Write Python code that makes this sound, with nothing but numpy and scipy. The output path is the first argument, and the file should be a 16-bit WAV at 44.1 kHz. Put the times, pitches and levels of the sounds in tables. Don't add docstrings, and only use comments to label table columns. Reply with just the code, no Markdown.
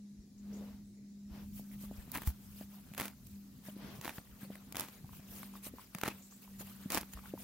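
import sys
import numpy as np
from scipy import signal
from scipy.io import wavfile
from scipy.ndimage import uniform_filter1d

SR = 44100
rng = np.random.default_rng(int(sys.argv[2]) if len(sys.argv) > 2 else 0)


def master_out(mix):
    frames = np.transpose(np.atleast_2d(mix))
    ceiling = np.clip(frames, -1, 1)
    pcm = np.round(ceiling * 32767).astype(np.int16)
    wavfile.write(sys.argv[1], SR, pcm)


N = 327699
TIME = np.arange(N) / SR


def gain_of(db):
    return 10 ** (np.asarray(db) / 20)


def unit_power(x):
    return x / np.sqrt(np.mean(x ** 2) + 1e-20)


def at_frequency(table, hz):
    f, value = np.transpose(table)
    return np.interp(np.log(hz + 1), np.log(f + 1), value)


def over_time(table):
    times, *columns = np.transpose(table)
    return [np.interp(TIME, times, column) for column in columns]


def add(mix, start, sound):
    part = mix[..., round(start * SR):][..., :sound.shape[-1]]
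    part += sound[..., :part.shape[-1]]


def resonate(x, hz, width_hz):
    turn = np.exp(2j * np.pi * np.cumsum(hz * np.ones(len(x))) / SR)
    decay = np.exp(-np.pi * width_hz / SR)
    return 2 * (turn * signal.lfilter([1 - decay], [1, -decay], x / turn + 1e-18)).real


def colour(x, spectrum):
    db = at_frequency(spectrum, abs(np.fft.fftfreq(4096, 1 / SR)))
    log_gain = np.log(gain_of(np.maximum(db, -100)))
    tail = np.fft.ifft(np.exp(log_gain - 1j * signal.hilbert(log_gain).imag)).real[:1024]
    return signal.oaconvolve(x, tail[None] / np.linalg.norm(tail), axes=1)[:, :N]


def crackle(per_s, spread_db, shared):
    size = gain_of(spread_db * np.minimum(rng.exponential(1, (3, N)), 4))
    sign = rng.choice([-1., 1.], (3, N))
    clicks = size * sign * (rng.random((3, N)) < per_s / SR)
    return unit_power(shared * clicks[0] + (1 - shared) * clicks[1:])


def thumps(table, rise, sag):
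    out = np.zeros(N)
    for t, db, hz, cycles in table:
        turns = np.arange(round(10 * SR / hz)) * hz / SR
        envelope = (1 - np.exp(-(turns / rise) ** 2)) * np.exp(-2.3 * turns / max(cycles, .3))
        wave = envelope * np.sin(2 * np.pi * (turns + sag * (1 - np.exp(-turns))))
        add(out, t - np.argmin(wave) / SR, gain_of(db) * wave / abs(wave).max())
    return out


def swells(table, taper):
    out = np.zeros((2, N))
    for middle, length, *levels_db in table:
        swell = signal.windows.tukey(round(length * SR), taper)
        add(out, middle - length / 2, gain_of(levels_db)[:, None] * swell)
    return out


# f/Hz, likeness (1 = the same)
LIKENESS = [(40, 0.71), (120, 0.98), (400, 0.71), (1000, 0.65), (2000, 0.24), (4000, 0.12), (8000, 0.039),
            (15000, 0.063)]
def noise(spectrum, size, patchy_db):
    hz = np.fft.rfftfreq(size, 1 / SR)
    a, b, c, d, patches = rng.standard_normal((N * 4 // size + 5, len(hz), 5)).T
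    patches = unit_power(uniform_filter1d(uniform_filter1d(patches, size=6, axis=0), size=8, axis=1))
    alike = np.clip(at_frequency(LIKENESS, hz), -1, 1)[:, None]
    left = a + 1j * b
    right = alike * left + np.sqrt(1 - alike ** 2) * (c + 1j * d)
    bands = np.array([left, right]) * gain_of(at_frequency(spectrum, hz)[:, None] + patchy_db * patches)
    return unit_power(signal.istft(bands, nperseg=size, noverlap=size * 3 // 4)[1][:, :N])


# t/s, level/dB
GUSTS = [(0.0, -69.5), (0.7, -55), (1.0, -65.5), (1.6, -55), (2.2, -55.5), (2.75, -60.5), (3.95, -58),
         (4.25, -62.5), (5.25, -57), (6.35, -69.5), (6.65, -57.5), (7.43, -54)]
# f/Hz, level/dB
WIND_COLOUR = [(25, -42), (40, -6), (56, 0), (90, -6.5), (160, -5.5), (260, -7.5), (340, -42.5)]
AIR_COLOUR = [(100, -9), (240, -2.5), (500, -25), (1250, -38), (1950, -30.5), (3200, -37), (3900, -27.5),
              (7400, -25.5), (8500, -35.5), (9600, -30), (10800, -33), (15000, -56)]
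def wind_and_air():
    gust_db, = over_time(GUSTS)
    wind = gain_of(gust_db) * noise(WIND_COLOUR, size=2048, patchy_db=4.0)
    return wind + gain_of(-63.5) * noise(AIR_COLOUR, size=1024, patchy_db=2.46)


# t/s, level/dB
HUM_LEVELS = [(0.08, -51.5), (0.3, -61.5), (0.5, -43.5), (0.9, -55), (1.28, -50), (1.9, -48.5), (2.04, -61),
              (2.4, -56), (2.77, -52), (2.86, -64.5), (3.04, -51), (3.21, -72), (3.35, -49.5), (3.6, -63.5),
              (3.7, -51), (3.95, -55), (4.15, -75), (4.45, -53), (4.84, -63.5), (5.55, -51.5), (5.9, -73),
              (6.1, -54), (6.37, -64), (6.52, -53.5), (6.85, -54.5), (7.08, -59), (7.43, -54)]
def hum():
    hz = 203.9 - 1.15 * TIME
    db, = over_time(HUM_LEVELS)
    tone = np.sqrt(2) * np.sin(2 * np.pi * np.cumsum(hz) / SR)
    fuzz = unit_power(resonate(resonate(rng.standard_normal(N), hz, width_hz=25), hz, width_hz=27))
    upper = unit_power(resonate(rng.standard_normal(N), hz=391, width_hz=3.8))
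    return gain_of(db) * (tone + gain_of(-23.5) * fuzz) + gain_of(-81.5) * upper


# t/s, length/s, first f/Hz, last f/Hz, width/Hz, level/dB
WHISTLES = [(0.375, 0.042, 4880, 6900, 500, -67.5), (0.528, 0.076, 4900, 6960, 500, -61.5),
            (0.844, 0.13, 7600, 8400, 250, -75), (0.964, 0.13, 2320, 1970, 100, -81.5),
            (1.719, .045, 2200, 1970, 150, -65), (6.097, 0.032, 2000, 2630, 150, -51),
            (6.219, 0.08, 6500, 7450, 800, -59), (6.305, 0.088, 6000, 7560, 900, -59.5)]
def chirps(rise_s=.006):
    out = np.zeros((2, N))
    for start, length, from_hz, to_hz, width_hz, db in WHISTLES:
        progress = np.linspace(0, 1, round(length * SR))
        hz = to_hz + (from_hz - to_hz) * np.exp(-5.5 * progress)
        hiss = rng.standard_normal((2, 6000))[:, :len(progress)]
        whistle = unit_power(np.array([resonate(side, hz, width_hz) for side in hiss]))
        envelope = np.minimum(progress * length / rise_s, 1) * np.sqrt(1 - progress)
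        add(out, start, gain_of(db) * envelope * whistle)
    return out


# t/s, level/dB, f/Hz, length/cycles
STEPS = [(.203, -44, 50, 1.4), (1.322, -38.5, 58.6, 1.8), (1.994, -38.5, 55, 1.4), (2.283, -21, 67.5, 2.3),
         (7.16, -41, 55, 4.1)]
def hooves(lag_samples=40):
    thuds = thumps(STEPS, rise=0.087, sag=0.054)
    return np.array([thuds, np.roll(thuds, lag_samples)])


# t/s, f/Hz, level/dB
FIRST_BREATH = [(.42, 375, -82), (.53, 390, -59), (.64, 496, -60.5), (.8, 590, -88)]
def nostril():
    hz, db = over_time(FIRST_BREATH)
    breath = resonate(rng.standard_normal(N), hz, width_hz=270)
    return gain_of(db) * unit_power(resonate(breath, hz, width_hz=240))


# t/s, rustle level/dB, chewing level/dB
RESTING = [(1.2, -93, -92), (1.45, -68, -81.5), (2.1, -64.5, -65), (2.68, -69, -75.5), (3.0, -64, -65.5),
           (3.25, -72.5, -80), (4.05, -64, -64), (4.3, -66.5, -70.5), (4.65, -67.5, -68), (5.0, -65.5, -70),
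           (5.5, -65.5, -65), (6.0, -67, -79.5), (6.8, -61.5, -65), (7.43, -65, -69)]
# t/s, length/s, rustle level/dB, chewing level/dB
GATHERING = [(1.58, 0.13, -54, -71.5), (1.735, 0.086, -61, -66.5), (1.83, .12, -53.5, -63.5),
             (1.99, 0.17, -64, -65), (2.22, 0.11, -58, -57.5), (2.445, 0.13, -63, -80),
             (2.53, 0.15, -61, -82), (2.61, 0.15, -56.5, -63.5), (2.75, 0.19, -63, -66.5),
             (3.3, 0.34, -64.5, -75), (3.675, .12, -56, -60), (3.73, 0.046, -64, -71),
             (3.78, .03, -62.5, -80), (3.97, 0.068, -57, -75), (4.17, 0.12, -55, -63.5),
             (4.43, 0.13, -58.5, -61), (4.54, 0.14, -63.5, -63), (4.93, 0.2, -62, -62.5),
             (5.157, 0.13, -58, -67), (5.56, 0.11, -58.5, -63.5), (5.662, 0.095, -46.5, -56.5),
             (5.81, 0.21, -61, -63.5), (5.98, 0.17, -60, -60), (6.17, 0.19, -62, -63.5),
             (6.325, 0.073, -68, -69), (6.436, 0.086, -59.5, -69), (6.61, 0.058, -51.5, -56),
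             (6.68, 0.3, -59.5, -63.5), (6.83, 0.087, -64, -63), (7.134, 0.049, -52.5, -67),
             (7.18, 0.069, -62, -58.5), (7.27, 0.13, -59, -61.5), (7.415, 0.1, -52.5, -62)]
# t/s, length/s, rustle level/dB, breath level/dB
BREATHS = [(.61, 0.55, -68.5, -58), (1.375, 0.24, -66, -55), (3.88, 0.33, -67, -49.5),
           (5.38, 0.34, -53, -57)]
# f/Hz, level/dB
BLADE_COLOUR = [(1400, -14), (2500, 0), (4000, -3.5), (7500, 0), (12000, 1), (15500, -5.5)]
CHEW_COLOUR = [(250, -25), (400, 0), (700, -3.5), (1200, -2), (2500, -6.5), (5000, -10), (9000, -44)]
BREATH_COLOUR = [(180, 5), (300, 2.5), (450, -6), (800, -6), (1300, -10), (2800, -14.5), (6000, -19),
                 (9000, -66)]
def muzzle():
    rustle, chew = np.hypot(gain_of(over_time(RESTING)), swells(GATHERING, taper=0.97))
    stir, breath = swells(BREATHS, taper=1.0)
    clicks = crackle(per_s=3000, spread_db=6.5, shared=0.34)
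    blades = unit_power(noise(BLADE_COLOUR, size=256, patchy_db=4.5) + 0.61 * colour(clicks, BLADE_COLOUR))
    moist = unit_power(noise(CHEW_COLOUR, size=512, patchy_db=4.0) + 0.64 * colour(clicks, CHEW_COLOUR))
    snuffle = noise(BREATH_COLOUR, size=512, patchy_db=1.5)
    touch = np.hypot(rustle, stir)
    tips = -unit_power(np.diff(blades, 2, prepend=0, append=0))
    tip_share = 0.39 * touch / (touch + 1.8 * chew)
    return touch * ((1 - tip_share) * blades + tip_share * tips) + chew * moist + breath * snuffle


# t/s, level/dB, f/Hz
LIP_POPS = [(1.715, -54.5, 2050), (3.134, -58, 1400), (4.273, -58, 1840), (5.093, -50, 1020),
            (5.133, -48.5, 1020), (5.431, -42, 1120), (5.539, -49, 961), (5.555, -43, 1130),
            (5.785, -41.5, 990), (5.795, -44, 1050), (6.323, -56, 1130), (6.478, -52, 980),
            (7.031, -41, 1310), (7.174, -44, 1110), (7.191, -44.5, 1210), (7.258, -43.5, 1450),
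            (7.377, -43.5, 940)]
def lips(cycles=5.1):
    return thumps([(*pop, cycles) for pop in LIP_POPS], rise=0.35, sag=0.027)


# t/s, level/dB, f/Hz, length/cycles, mouth ring compared with the knock/dB
JAW_KNOCKS = [(1.596, -51, 200, 1, 4), (1.839, -39.5, 190, 1.3, -13), (1.913, -39.5, 220, 1.2, -2),
              (2.079, -43.5, 218, 2.1, -14), (2.612, -39.5, 212, 1.2, -4.5), (2.917, -41, 166, 1.3, -16),
              (3.687, -38.5, 212, 0.87, -7), (3.766, -40.5, 252, 1.2, -15), (3.989, -40, 142, 2, -17),
              (4.187, -35.5, 130, 0.23, -10), (4.433, -38, 198, 1.2, -36), (4.504, -39, 210, 1.1, -2.5),
              (5.046, -38.5, 135, 0.52, -15), (5.197, -41, 157, 0.52, -14), (5.669, -43, 238, 0.64, -3),
              (5.739, -42.5, 245, 1.7, -4.5), (5.953, -37.5, 180, 2.2, -17), (6.035, -36.5, 382, 2.6, -22),
              (6.082, -27, 305, 0.37, -20), (6.609, -42, 212, 0.73, -6), (6.86, -32.5, 200, 1.4, -23),
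              (6.951, -37, 256, 1.1, -1), (7.339, -31, 300, 1.16, -5.5)]
def jaw(mouth_hz=610, mouth_cycles=3.4, rebound_s=.013):
    shapes = np.exp(0.12 * rng.standard_normal((len(JAW_KNOCKS), 2)))
    rings = [(t, db + ring_db, mouth_hz * pitch, mouth_cycles * stretch ** 3)
             for (t, db, _, _, ring_db), (pitch, stretch) in zip(JAW_KNOCKS, shapes)]
    ring = thumps(rings, rise=0.69, sag=0.085)
    ring += gain_of(-11) * np.roll(ring, round(rebound_s * SR))
    return thumps([knock[:4] for knock in JAW_KNOCKS], rise=1.0, sag=0.016) + ring


# t/s, level/dB, extra treble/dB
STALKS = [(2.118, -39, 16), (2.1504, -26, 1), (2.1574, -19, -16), (2.1641, -20, -17), (2.1742, -27, 5),
          (2.1814, -25.5, -13), (2.22, -28, -2), (2.234, -29, -7.5), (2.2747, -25.5, 5), (2.9377, -34, -3),
          (2.9485, -31, -5), (2.9792, -22.5, 0.5), (2.9845, -25, -2.5), (2.9996, -16.5, -2),
          (3.01, -16, -4.5), (3.0563, -27.5, 3), (3.0813, -26, -2), (3.2692, -57, 20), (4.013, -32.5, 2.5),
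          (4.0476, -24.5, -3), (4.0557, -22, -11), (4.079, -21.5, -8), (4.094, -23, -9),
          (4.183, -27.5, -14), (4.5555, -32, -5), (4.7244, -32.5, 6), (4.7475, -26, -9.5),
          (4.7563, -20, -8), (4.7686, -23.5, 4.5), (4.7968, -24.5, 8.5), (4.808, -22, 2.5),
          (4.8859, -32.5, -1), (5.432, -28.5, -6.5), (5.9493, -25.5, 2), (5.9855, -29, -1),
          (6.0137, -23, -0.5), (6.0355, -11.5, -9.5), (6.0561, -26.5, -1), (6.0611, -17, -21),
          (6.0792, -16.5, -5), (6.085, -19.5, -5), (6.9035, -21.5, 3), (6.9211, -27.5, 10.5),
          (6.9467, -17, 0), (6.9546, -22, 2.2), (6.9744, -15, -2), (6.98, -22, 1), (7.0118, -37, 10.5),
          (7.031, -25.5, -16), (7.1357, -34.5, 4)]
def snapping_stalks():
    low, high = np.zeros((2, 2, N))
    fray = np.exp(-np.arange(300) / (0.0022 * SR))
    for t, db, treble_db in STALKS:
        shared, left, right, place = rng.standard_normal((4, 300))
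        crack = fray * (shared + 1.94 * np.array([left, right]))
        crack *= 1.435 / np.linalg.norm(crack, axis=1, keepdims=True)
        crack[:, 4] = -0.84
        pan_db = -4 + 3.5 * place[0]
        crack *= gain_of(db + np.array([[pan_db / 2], [-pan_db / 2]]))
        add(low, t - .0006, crack)
        add(high, t - .0003, crack * gain_of(treble_db))
    return low, high


# t/s, length/s, level/dB, extra treble/dB, dryness (-1 wet to 1 dry)
TUFTS = [(2.126, .075, -46, -1.5, 0.55), (2.249, 0.068, -52, 5.5, 0.44), (2.965, .14, -46, -3.5, 0.066),
         (4.012, 0.14, -49.5, -4, -0.19), (4.748, 0.14, -47, -3.5, -0.11), (6.025, 0.11, -43, -8.5, -0.44),
         (6.898, 0.12, -39.5, -4, -0.34)]
# f/Hz, level/dB
JUICY_COLOUR = [(50, -8), (120, -4.5), (300, 1.5), (380, -5.5), (630, -6.5), (1400, -4), (2500, -5),
                (4500, -19.5), (7000, -69.5)]
DRY_COLOUR = [(1700, -11), (3000, -5), (6000, -1), (11000, 1), (15500, -4)]
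def tearing(grip_share=0.29, hold_share=0.35, lag_samples=8):
    fibres = unit_power(crackle(per_s=1500, spread_db=6, shared=0.55) + 0.68 * rng.standard_normal((2, N)))
    thin_fibres = 1.11 * fibres + 0.56 * fibres[:, ::-1]
    low, high = snapping_stalks()
    for start, length, pull_db, treble_db, _ in TUFTS:
        progress = (TIME - start) / length
        rise_db = np.interp(progress, [0, grip_share, hold_share], [-13.5, 2.5, 0])
        fall_db = -17 * (np.maximum(progress - hold_share, 0) / (1 - hold_share)) ** 2
        pull = gain_of(pull_db + rise_db + fall_db) * (progress > 0)
        low += pull * fibres
        high += pull * gain_of(treble_db) * thin_fibres
    low = 0.66 * low + 0.24 * low[::-1]
    low += gain_of(-9.5) * resonate(low.sum(axis=0), hz=865, width_hz=384)
    dryness = over_time(TUFTS)[-1]
    high = (high - dryness * np.roll(high, 1, axis=1)) / np.hypot(1, dryness)
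    high[1] = np.roll(high[1], lag_samples)
    return colour(low, JUICY_COLOUR) + colour(high, DRY_COLOUR)


def scene():
    centre = hum() + jaw() + lips() + nostril()
    return centre + hooves() + wind_and_air() + muzzle() + tearing() + chirps()


# f/Hz, level/dB
MIC_COLOUR = [(5000, -0.16), (8800, -1.5), (10500, -2), (14000, 6)]
# f/Hz, level/dB
BALANCE = [(60, -0.7), (500, 1.85), (1000, 1.5), (4000, 4.5), (8000, -1), (15000, -0.3)]
def record(dry, low_cut_hz=36, high_cut_hz=15900):
    hz = np.linspace(0, SR / 2, 257)
    mic_db, balance_db = at_frequency(MIC_COLOUR, hz), at_frequency(BALANCE, hz)
    ports = [signal.firwin2(255, hz, gain_of(mic_db + side * balance_db / 2), fs=SR) for side in (1, -1)]
    low_cut = signal.butter(2, low_cut_hz, "high", fs=SR, output="sos")
    high_cut = signal.firwin(401, high_cut_hz, window=("kaiser", 8), fs=SR)
    coloured = signal.oaconvolve(signal.sosfilt(low_cut, dry), np.array(ports), "same", axes=1)
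    return signal.oaconvolve(coloured, high_cut[None], "same")


dry = scene()
out = record(dry)
master_out(out)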